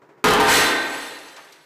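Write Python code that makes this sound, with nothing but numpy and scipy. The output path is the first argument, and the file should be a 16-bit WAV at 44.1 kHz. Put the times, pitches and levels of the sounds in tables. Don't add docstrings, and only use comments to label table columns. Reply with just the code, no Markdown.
import sys
import numpy as np
from scipy import signal
from scipy.fft import rfft, irfft
from scipy.io import wavfile
from scipy.ndimage import uniform_filter1d

SR = 44100
rng = np.random.default_rng(int(sys.argv[2]) if len(sys.argv) > 2 else 0)


def file_out(sig):
    cols = np.atleast_2d(sig).T
    lim = np.clip(cols, -1, 1)
    pcm = np.round(lim * 32767).astype(np.int16)
    wavfile.write(sys.argv[1], SR, pcm)


N = 72765
T = np.arange(N) / SR

# [t/s, bang level/dB, treble tilt/dB per octave, frame ring level/dB, ring centre f/Hz]
BLOWS = [(0.2412, 1, 0, -6, 434), (0.399, -11.5, 2, -7.5, 833), (0.483, -4.5, 2, -14.5, 1610),
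         (0.549, -12.5, -5.5, -19.5, 336)]
# [f/Hz, relative level/dB]
BANG_SPECTRUM = [(18, -59), (40, -45), (100, -19.5), (200, -11.5), (350, -3), (540, -11), (905, -10),
                 (1560, -12.5), (4000, -23), (15000, -97)]
BLOW_T60 = 0.13
# [f/Hz, level/dB, time to fall 60 dB/s]
FRAME_MODES = [(222, -9, .4), (290, -11, 1.1), (354, -5, .3), (424, 2, .42), (474, -15, 1.3),
               (705, -13, .8), (793, 0, .4), (933, 3, .4), (1210, -3, .7), (1549, -5, .9), (1598, -4, .6),
               (1847, -5, 1.1), (1869, -8, 1.2), (2073, -11, .3), (2299, -13, .5), (2755, -17, .6)]
RING_FALL_DB = 8
FRAME_WAVER, FRAME_WAVER_S = 0.35, 0.03

# [t/s, level/dB]
SHOWER_LEVEL = [(.24, -20), (.34, -34), (.39, -57), (.41, -33), (.47, -26.5), (.505, -10.5), (.56, -10.5),
                (.65, -24), (.76, -43.5), (.86, -37.5), (1.04, -37), (1.15, -44.5), (1.3, -49.5),
                (1.45, -54.5), (1.65, -62)]
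# [f/Hz, relative level/dB per Hz]
GLASS_SPECTRUM = [(700, -15.5), (1700, -0.5), (2700, -4), (3800, -8.5), (5000, -13), (7700, -16),
                  (11000, -17.5), (15500, -40)]
SHARDS_PER_S, SIZE_DB = 6000, 1.5
GRAIN_PITCHES, GRAIN_CYCLES = 48, 6.8
# [f/Hz, relative level/dB, time to fall 60 dB/s]
PLATEN_MODES = [(3472, -6, .1), (3612, 1, .14), (4027, -1, .15), (4355, -2, .14), (4790, -8, .12),
                (5453, -8, .12), (6207, -7, .13), (6578, -8, .14), (7420, -10, .1), (7682, -8, .14),
                (7784, -3, .12), (8193, -11, .12), (8480, -11, .1), (9453, -9, .1), (9647, -10, .12),
                (9895, -13, .1), (10560, -12, .1), (10870, -13, .1), (11690, -14, .1), (11950, -14, .08),
                (12170, -8, .12)]
PLATEN_DB = -7

# [t/s, level/dB, centre f/Hz, time to fall 60 dB/s]
TICKS = [(.2455, -12, 8000, .008), (.2848, -11, 9500, .01), (.308, -11, 5800, .01), (.3356, -9, 7000, .012),
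         (1.0, -43, 6000, .06), (1.08, -45, 9000, .05), (1.186, -37, 3500, .04), (1.283, -41, 3500, .07),
         (1.363, -38, 3300, .06), (1.368, -38, 1000, .08), (1.379, -36, 950, .08), (1.389, -36, 1050, .05),
         (1.446, -50, 6000, .04), (1.452, -46, 900, .04), (1.521, -43, 3200, .09), (1.521, -52, 9500, .07)]
# [t/s, level/dB, f/Hz, time to fall 60 dB/s]
TINKLES = [(.4, -26, 11830, .09), (.4, -28, 8926, .1), (.4, -31, 10050, .1), (.78, -50, 12300, .15),
           (.89, -45, 10600, .16), (.93, -42, 11100, .14), (1.002, -45, 8180, .2), (1.005, -46, 10980, .16),
           (1.05, -48, 10700, .1), (1.285, -47, 2800, .08), (1.46, -63, 7600, .14), (1.49, -67, 11500, .14),
           (1.524, -52, 3680, .06), (1.6, -66, 10700, .14)]
TICK_WIDTH = 0.95
RISE_SHARE = 0.054
TINKLE_WAVER, TINKLE_WAVER_S = 0.7, 0.006

# [f/Hz, relative level/dB per Hz]
HUM_SPECTRUM = [(25, -46), (80, -23), (150, -4.5), (230, -9.5), (380, 3.5), (600, -7), (960, -8),
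                (1900, -13), (3200, -27.5), (7000, -34.5), (12000, -45), (14000, -64)]
HUM_DB = -60
# [t/s, level over the hum/dB, halved in strength when added]
KNOCKS = [(0.016, 16), (0.087, 16), (0.174, 12)]
KNOCK_S = 0.038
# [f/Hz, rms level/dB]
WHINE = [(156, -79.5), (404, -71.5), (958, -67.5), (6783, -98), (12026, -86)]

# [f/Hz, time to fall 60 dB/s]
ROOM_T60 = [(60, 0.43), (120, 0.2), (220, 1.03), (500, 1.45), (1500, 1.076), (4000, 0.87), (8000, 0.63),
            (15000, 0.54)]
BANG_WET_DB, RING_WET_DB, SHARD_WET_DB = 0, -12, -5.5
CEILING, KNEE = 0.23, 3.4
LOW_CUT_HZ, HIGH_CUT_HZ = 23, 15150


def blows():
    bang = np.zeros(N)
    for start, db, tilt_db, _, _ in BLOWS:
        bang += amp(db) * coloured(BANG_SPECTRUM, tilt_db) * dying(start, BLOW_T60)

    ring = np.zeros(N)
    for hz, mode_db, t60 in FRAME_MODES:
        struck = np.zeros(N)
        for start, _, _, ring_db, centre_hz in BLOWS:
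            octaves_away = abs(np.log2(hz / centre_hz))
            struck += amp(ring_db - RING_FALL_DB * octaves_away) * dying(start, t60)
        ring += amp(mode_db) * struck * wavering(hz, FRAME_WAVER, FRAME_WAVER_S)
    return bang, ring


def shower():
    burst_time = BLOWS[0][0]
    level = amp(np.interp(T, *np.transpose(SHOWER_LEVEL))) * (T > burst_time)

    size = amp(SIZE_DB * np.minimum(rng.exponential(1, N), 4))
    happens = rng.random(N) < SHARDS_PER_S / SR
    taps = size * happens * rng.choice([-1, 1], N)

    pitch_number = rng.integers(0, GRAIN_PITCHES, N)
    pitches = np.geomspace(GLASS_SPECTRUM[0][0], GLASS_SPECTRUM[-1][0], GRAIN_PITCHES)
    grains = np.zeros(N)
    t = T[:2048]
    for k, hz in enumerate(pitches):
        fade = np.exp(-t * hz / GRAIN_CYCLES)
        grain = amp(read(GLASS_SPECTRUM, hz)) * hz * fade * np.sin(2 * np.pi * hz * t)
        grains += signal.oaconvolve(taps * (pitch_number == k), grain)[:N]

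    ring = rung(level * taps, PLATEN_MODES)
    ring *= np.linalg.norm(level) / np.linalg.norm(ring)
    return level * evened(grains) + amp(PLATEN_DB) * ring


def pieces():
    out = np.zeros(N)
    for start, db, hz, t60 in TICKS:
        edges = [hz / (1 + TICK_WIDTH), min(hz * (1 + TICK_WIDTH), 20000)]
        band = signal.butter(2, edges, "bandpass", fs=SR)
        noise = evened(signal.lfilter(*band, rng.standard_normal(N)))
        out += amp(db) * dying(start, t60) * rising(start, RISE_SHARE * t60) * noise
    for start, db, hz, t60 in TINKLES:
        tone = wavering(hz, TINKLE_WAVER, TINKLE_WAVER_S)
        out += amp(db) * dying(start, t60) * rising(start, RISE_SHARE * t60) * tone
    return out


def press():
    swell = np.ones(N)
    for start, db in KNOCKS:
        swell += amp(db) * dying(start, KNOCK_S * np.log(1000)) * rising(start, 0.005) / 2
    out = amp(HUM_DB) * coloured(HUM_SPECTRUM) * swell
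    for hz, db in WHINE:
        out += np.sqrt(2) * amp(db) * np.sin(2 * np.pi * (hz * T + rng.random()))
    return out


def room(x):
    hz, t, bands = signal.stft(rng.standard_normal(N), SR, nperseg=256)
    fade = amp(-60 * t / read(ROOM_T60, hz)[:, None])
    tail = signal.istft(bands * fade, SR, nperseg=256)[1][:N]
    tail *= rising(0, 0.0063)
    return signal.fftconvolve(x, tail / np.linalg.norm(tail))[:N]


def rung(x, modes):
    response = np.zeros(N)
    for hz, db, t60 in modes:
        response += amp(db) * dying(0, t60) * np.sin(2 * np.pi * hz * T)
    return signal.fftconvolve(x, response)[:N]


def wavering(hz, depth, smooth_s):
    width = int(smooth_s * SR)
    drift = uniform_filter1d(rng.standard_normal((2, N)), width)
    drift = uniform_filter1d(drift, width)
    strength = 1 + depth * (evened(drift[0]) + 1j * evened(drift[1]))
    return (strength * np.exp(2j * np.pi * hz * T)).imag


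def coloured(spectrum, tilt_db=0.):
    hz = np.fft.rfftfreq(N, 1 / SR)
    tilt = tilt_db * np.log2(hz / 1000 + 0.0089)
    gain = amp(read(spectrum, hz) + tilt)
    return evened(irfft(rfft(rng.standard_normal(N)) * gain, N))


def dying(start, t60):
    return (T >= start) * amp(-60 * np.maximum(T - start, 0) / t60)


def rising(start, rise_s):
    return np.clip((T - start) / rise_s, 0, 1)


def read(points, hz):
    f, value = np.transpose(points)
    return np.interp(np.log(hz + 1), np.log(f + 1), value)


def amp(db):
    return 10 ** (np.asarray(db) / 20)


def evened(x):
    return x / np.sqrt(np.mean(x ** 2) + 1e-20)


def scene():
    bang, ring = blows()
    glass = shower() + pieces()
    sent = amp(BANG_WET_DB) * bang + amp(RING_WET_DB) * ring + amp(SHARD_WET_DB) * glass
    return (bang + ring + glass + room(sent) + press())[None]


def record(dry):
    clipped = dry / (1 + abs(dry / CEILING) ** KNEE) ** (1 / KNEE)
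    low_cut = signal.butter(1, LOW_CUT_HZ, "highpass", fs=SR)
    cut = signal.lfilter(*low_cut, clipped)
    high_cut = signal.firwin(511, HIGH_CUT_HZ, window=("kaiser", 9), fs=SR)
    return signal.oaconvolve(cut, high_cut[None], "same")


dry = scene()
out = record(dry)
file_out(out)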